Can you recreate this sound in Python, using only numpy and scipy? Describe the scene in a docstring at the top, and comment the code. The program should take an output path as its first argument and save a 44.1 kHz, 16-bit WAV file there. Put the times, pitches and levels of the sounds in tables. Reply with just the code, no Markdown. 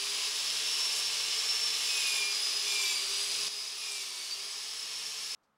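"""An electric angle grinder works on steel in a garage: its fan blades chop the air into a whine,
over a hiss of air and grit and the hum of unbalanced rotating parts. Under load the motor slows,
abrasion excites the modes of the steel, and the disc chatters into a squeal.
Part-way through it is heard from farther off; then it breaks off at once, leaving the quiet garage
and a faint scuff. Two soft low bumps lie underneath."""
import sys
import numpy as np
from scipy import signal
from scipy.fft import rfft, irfft, next_fast_len
from scipy.io import wavfile
from scipy.ndimage import map_coordinates

SR = 44100
rng = np.random.default_rng(int(sys.argv[2]) if len(sys.argv) > 2 else 0)


def int16_out(signal):
    """Quantize to a 16-bit WAV file."""
    q = np.round(np.clip(np.atleast_2d(signal).T, -1, 1) * 32767)
    wavfile.write(sys.argv[1], SR, q.astype(np.int16))


N = 245979
FAN_BLADES, GEAR = 12, 12 / 37  # GEAR: disc turns per rotor turn


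def amp(db):
    """Amplitude ratio of a level in decibels."""
    return 10 ** (np.asarray(db) / 20)


def unit(x):
    """Normalisation to rms 1."""
    return x / np.sqrt(np.mean(x ** 2) + 1e-20)


def along(points, hz):
    """Interpolation of (frequency, value) points on a logarithmic frequency axis."""
    f, v = np.transpose(points)
    return np.interp(np.log(hz + 1), np.log(f + 1), v)


def curve(points):
    """Linear interpolation of (time, value) points at every sample."""
    return np.interp(np.arange(N) / SR, *np.transpose(points))


def wobble(rate):
    """Slow random modulation: a spline through rate Gaussian values a second."""
    knots = rng.standard_normal(int(N * rate / SR) + 4)
    return map_coordinates(knots, [np.arange(N) * rate / SR])


def swell(centre, length):
    """Half-cosine envelope."""
    return np.cos(np.pi * np.clip((np.arange(N) / SR - centre) / length, -.5, .5))


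def strokes(rows, attack_s, release_s):
    """Sum of trapezoidal envelopes, one per (start, duration, level) row."""
    t = np.arange(N) / SR
    return sum(amp(db) * np.clip((t - s) / attack_s, 0, 1) * np.clip((s + length - t) / release_s, 0, 1)
               for s, length, db in rows)


def filtered(x, response):
    """Linear filtering: the spectrum is multiplied by a frequency response."""
    size = next_fast_len(N + SR // 2)
    return irfft(rfft(x, size) * response(np.fft.rfftfreq(size, 1 / SR)), size)[..., :N]


def coloured(x, spectrum):
    """Spectral shaping by (frequency, level) points, at rms 1."""
    return unit(filtered(x, lambda hz: amp(along(spectrum, hz))))


def ringing(x, modes):
    """Modal superposition at rms 1; each mode is two identical resonators in series."""
    def resonator(f, centre, width):
        return 1j * f * width / (centre ** 2 - f ** 2 + 1j * f * width)
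    return unit(filtered(x, lambda f: sum(amp(db) * resonator(f, hz, bw) ** 2 for hz, bw, db in modes)))


def tone(cycles, rough, flutter):
    """Line broadening at rms 1: a share of the power, rough, fluctuates flutter times a second."""
    scatter = (wobble(flutter) + 1j * wobble(flutter)) * np.sqrt(rough / 2)
    carrier = np.exp(2j * np.pi * (cycles + rng.random()))
    return unit(np.real((np.sqrt(1 - rough) + scatter) * carrier))


def grit(spiky_db):
    """Countless tiny impacts merge into noise with a log-normal envelope."""
    return rng.standard_normal(N) * amp(spiky_db * wobble(1800))


def ambience():
    """The noise floor of the quiet garage: stationary noise, strongest at low frequencies."""
    # background spectrum: (frequency [Hz], relative level [dB])
    spectrum = [(30, -12.5), (130, -6), (190, 0.5), (320, -7.5), (850, -2), (1300, -1), (1800, -12),
                (4000, -19.5), (15000, -33)]
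    return amp(-75.5) * coloured(rng.standard_normal(N), spectrum)


def bumps():
    """Dull bumps: low-frequency noise under smooth envelopes."""
    # bumps: (centre time [s], duration [s], level [dB])
    events = [(3.43, 0.18, -67), (5.2, 0.39, -73)]
    # their spectrum: (frequency [Hz], relative level [dB])
    spectrum = [(30, -20), (65, -6), (110, -23), (190, 1), (350, -25), (1000, -70)]
    envelope = sum(amp(db) * swell(s, length) for s, length, db in events)
    return envelope * coloured(rng.standard_normal(N), spectrum)


def scuff(start, db, t60):
    """Friction noise with exponential decay: something brushes lightly against the bench."""
    # friction spectrum: (frequency [Hz], relative level [dB])
    spectrum = [(500, -18.5), (3000, -2), (5000, 6), (10000, -7.5), (14000, -18)]
    age = np.maximum(np.arange(N) / SR - start, 0)
    attack = 1 - np.exp(-age / 0.0034)
    return amp(db - 60 * age / t60) * attack * coloured(rng.standard_normal(N), spectrum)


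def garage(x, wet_db, count=6):
    """Reverberation: direct sound plus reflections, which shift as the tool moves."""
    # decay of the room: (frequency [Hz], reverberation time [s])
    t60 = [(200, 0.28), (3000, 0.45), (12000, 0.42)]
    hz, t, noise = signal.stft(rng.standard_normal((count, SR // 2)), SR, nperseg=256)
    tails = signal.istft(noise * amp(-60 * t / along(t60, hz)[:, None]), SR, nperseg=256)[1]
    echoes = signal.fftconvolve(x[None], tails / np.linalg.norm(tails[0]), axes=1)[:, :N]
    shares = np.clip(1 - abs(np.linspace(0, count - 1, N) - np.arange(count)[:, None]), 0, 1)
    echo = np.sum(np.sqrt(shares) * echoes, axis=0)  # equal-power crossfade from tail to tail
    return (x + amp(wet_db) * echo) / np.sqrt(1 + amp(wet_db) ** 2)


def unbalance_hum(turns, speed):
    """Forced vibration: unbalanced rotor and disc hum at harmonics of their rotation rates."""
    # rotor harmonics: (multiple of rotor speed [1], relative level [dB])
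    rotor_lines = [(1, -0.5), (2, -6.5), (3, -10), (4, -7.5)]
    # disc harmonics: (multiple of disc speed [1], level near mean speed [dB])
    disc_lines = [(1, -75), (2, -80), (3, -65.5), (5, -72.5), (6, -69.5), (8, -67.5)]
    # resonance that lifts the rotor's fundamental: (speed [rev/s], width [rev/s], gain [dB])
    shake = (406, 9.8, 6.5)
    centre, width, peak_db = shake
    resonance_db = peak_db * np.exp(-.5 * ((speed - centre) / width) ** 2)
    rotor = sum(amp(-63 + db + resonance_db * (k == 1)) * tone(k * turns, rough=.04 * k, flutter=18)
                for k, db in rotor_lines)
    disc = sum(amp(db) * tone(k * GEAR * turns, rough=.15, flutter=7.4) for k, db in disc_lines)
    return rotor + (speed / speed.mean()) ** 4 * disc


def air_hiss(turns, sag):
    """Flow noise: air and grit rush past the resonant housing, louder at speed."""
    # flow spectrum: (frequency [Hz], relative level [dB])
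    spectrum = [(30, -43.5), (70, -28), (110, -29.5), (190, -26), (290, -19), (600, -16), (1000, -11.5),
                (1500, -10.5), (2050, -7), (2600, -1), (5400, 1.5), (6800, -4.5), (8700, -9), (10500, -11),
                (12000, -19), (14000, -23.5), (15700, -26)]
    # modes of housing and vents: (frequency [Hz], width [Hz], relative level [dB])
    housing = [(426, 148, -3), (1063, 110, 0), (1168, 220, 3.5), (1723, 61, 4.5), (2876, 230, 8.5),
               (3728, 79, 8.5), (4960, 690, 2), (7770, 440, -2.5)]
    pulse = 1 + 0.037 * np.cos(2 * np.pi * GEAR * turns)
    rush = coloured(grit(spiky_db=1), spectrum) + amp(-14) * ringing(grit(spiky_db=0), housing)
    return amp(-33.5 - 1.7 * sag + 0.39 * wobble(28.04)) * pulse * rush


def fan_whine(turns, sag, bite):
    """Blade-passing tone and two overtones: a thin whistle running free, a rasp under load."""
    # the fundamental as the tool is turned about: (time [s], relative level [dB])
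    whine_levels = [(0, -40.5), (.3, -44), (.8, -36.5), (1.15, -43), (1.52, -36.5), (1.9, -39),
                    (3.05, -38.5), (3.25, -39.5), (4.75, -42.5), (5.2, -38)]
    # its octave: (time [s], level [dB])
    octave_levels = [(0, -48.5), (.9, -52), (1.25, -62), (1.65, -54), (2.05, -43.5), (2.3, -49), (3.1, -50),
                     (3.3, -46.5), (5, -50.5)]
    whine_db, octave_db = curve(whine_levels), curve(octave_levels)
    rasp = np.clip(.04 + 0.6 * sag + .55 * bite / bite.max(), 0, 1)
    blades = FAN_BLADES * turns + 0.066 * rasp * wobble(240)  # the bouncing disc shakes the rotor
    whine = amp(whine_db + 2 - 9.4 * rasp) * tone(blades, rough=0.55, flutter=65)
    whine += amp(whine_db - 8 + 7.5 * rasp) * tone(blades, rough=1, flutter=400)  # spread by turbulence
    whine *= 1 + .18 * np.cos(2 * np.pi * GEAR * turns)  # one throb per turn of the disc
    whine += amp(octave_db) * tone(2 * blades, rough=0.78, flutter=160)
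    whine += amp(octave_db - 16.5) * tone(3 * blades, rough=.85, flutter=240)
    return whine


def disc_squeal(turns):
    """Friction-excited vibration: the pressed disc chatters, or catches and sets one steel mode singing."""
    # spells of chatter: (start time [s], duration [s], level [dB])
    spells = [(1.83, 0.55, -40), (2.61, 0.407, -40), (3.75, .34, -42.5), (4.1, 0.22, -49)]
    # chatter harmonics: (multiple of disc speed [1], relative level [dB])
    lines = [(6, -23), (7, -21), (8, -19.5), (18, 0.5), (20, -9), (22, -15), (26, -11), (36, -14),
             (54, -14)]
    # singing modes: (centre time [s], duration [s], frequency [Hz], level [dB])
    catches = [(2.92, .1, 7340, -42), (3.2, 0.56, 8050, -48), (3.92, .12, 8060, -44),
               (4.2, 0.38, 1003, -57), (4.327, 0.06, 4600, -31.5), (4.33, .05, 2300, -44),
               (4.52, .09, 7970, -48)]
    t = np.arange(N) / SR
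    chatter = sum(amp(db) * tone(k * GEAR * turns, rough=0.19, flutter=70) for k, db in lines)
    singing = sum(amp(db) * swell(s, length) * tone(hz * t, rough=0.96, flutter=hz / 45)
                  for s, length, hz, db in catches)
    return strokes(spells, attack_s=0.11, release_s=0.1) * chatter + singing


def grinding(turns, bite):
    """Impact excitation: abrasive grains ring the steel's modes and fling off a fizz of grit."""
    # modes of the steel: (frequency [Hz], width [Hz], relative level [dB])
    steel = [(1040, 120, -13.5), (2340, 280, -1.5), (2760, 300, 3.5), (3550, 490, 2.5), (4810, 450, 2),
             (5380, 620, 4.5), (6260, 460, -1.5), (7300, 180, 5), (8220, 380, -7.5), (10500, 800, -26),
             (12420, 300, -8.5), (14170, 250, -17)]
    # spectrum of the flying grit: (frequency [Hz], relative level [dB])
    fizz = [(500, -24), (2500, -8), (6000, 3), (10000, 2), (13500, -12.5), (15700, -16)]
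    rake = 1 + 0.22 * np.cos(2 * np.pi * GEAR * turns)  # the disc's high spot strikes once a turn
    contact = bite * amp(0.89 * wobble(35))
    ring = amp(-3) * contact * ringing(rake * grit(spiky_db=3.5), steel)
    graze = amp(-38.5) * swell(centre=0.97, length=0.093)
    spray = (amp(-8.5) * contact + graze) * coloured(rake * grit(spiky_db=4), fizz)
    return ring + spray


def scene():
    """Superposition of grinder and background; the grinder is near, then farther off, then silent."""
    # motor speed, sagging under load: (time [s], speed [rev/s])
    speeds = [(0.0, 400.7), (0.28, 427.5), (0.64, 445.5), (0.9, 452.1), (1.34, 443.5), (1.63, 451.3),
              (2.0, 430.2), (2.23, 409.1), (2.52, 421.5), (2.69, 415.0), (2.96, 392.5), (3.19, 404.9),
              (3.8, 423.0), (4.06, 392.4), (4.25, 381.6), (4.6, 424.7), (5.03, 449.8), (5.35, 433.2)]
    # the disc is pressed into the steel: (start time [s], duration [s], relative level [dB])
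    passes = [(0.55, 0.47, -47), (1.05, 0.51, -45.5), (1.72, 0.57, -35.5), (2.24, 0.28, -43),
              (2.6, .43, -34), (3.76, 0.36, -34), (4.08, 0.32, -38), (4.95, .5, -41.5)]
    free_hz, labouring_hz = 453, 382
    far_s, end_s = 3.484, 5.35
    t = np.arange(N) / SR
    speed = curve(speeds)
    sag = (free_hz - speed) / (free_hz - labouring_hz)  # 0 running free, 1 labouring
    turns = np.cumsum(speed * (1 + 0.000776 * wobble(30))) / SR
    bite = strokes(passes, attack_s=0.11, release_s=0.11)
    scrape = grinding(turns, bite)
    squeal = disc_squeal(turns)
    noise = garage(air_hiss(turns, sag) + scrape, wet_db=-5)
    tones = garage(fan_whine(turns, sag, bite) + squeal, wet_db=-7.5)
    grinder = noise + tones + unbalance_hum(turns, speed)
    distance_gain = np.where(t < far_s, 1, amp(-6))
    background = ambience() + bumps() + scuff(start=5.431, db=-75, t60=0.158)
    mono = grinder * distance_gain * (t < end_s) + background
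    return np.array([mono, mono])


def record(dry):
    """Band limiting by an ideal low-pass filter."""
    return filtered(dry, lambda hz: hz < 15750)


dry = scene()
out = record(dry)
int16_out(out)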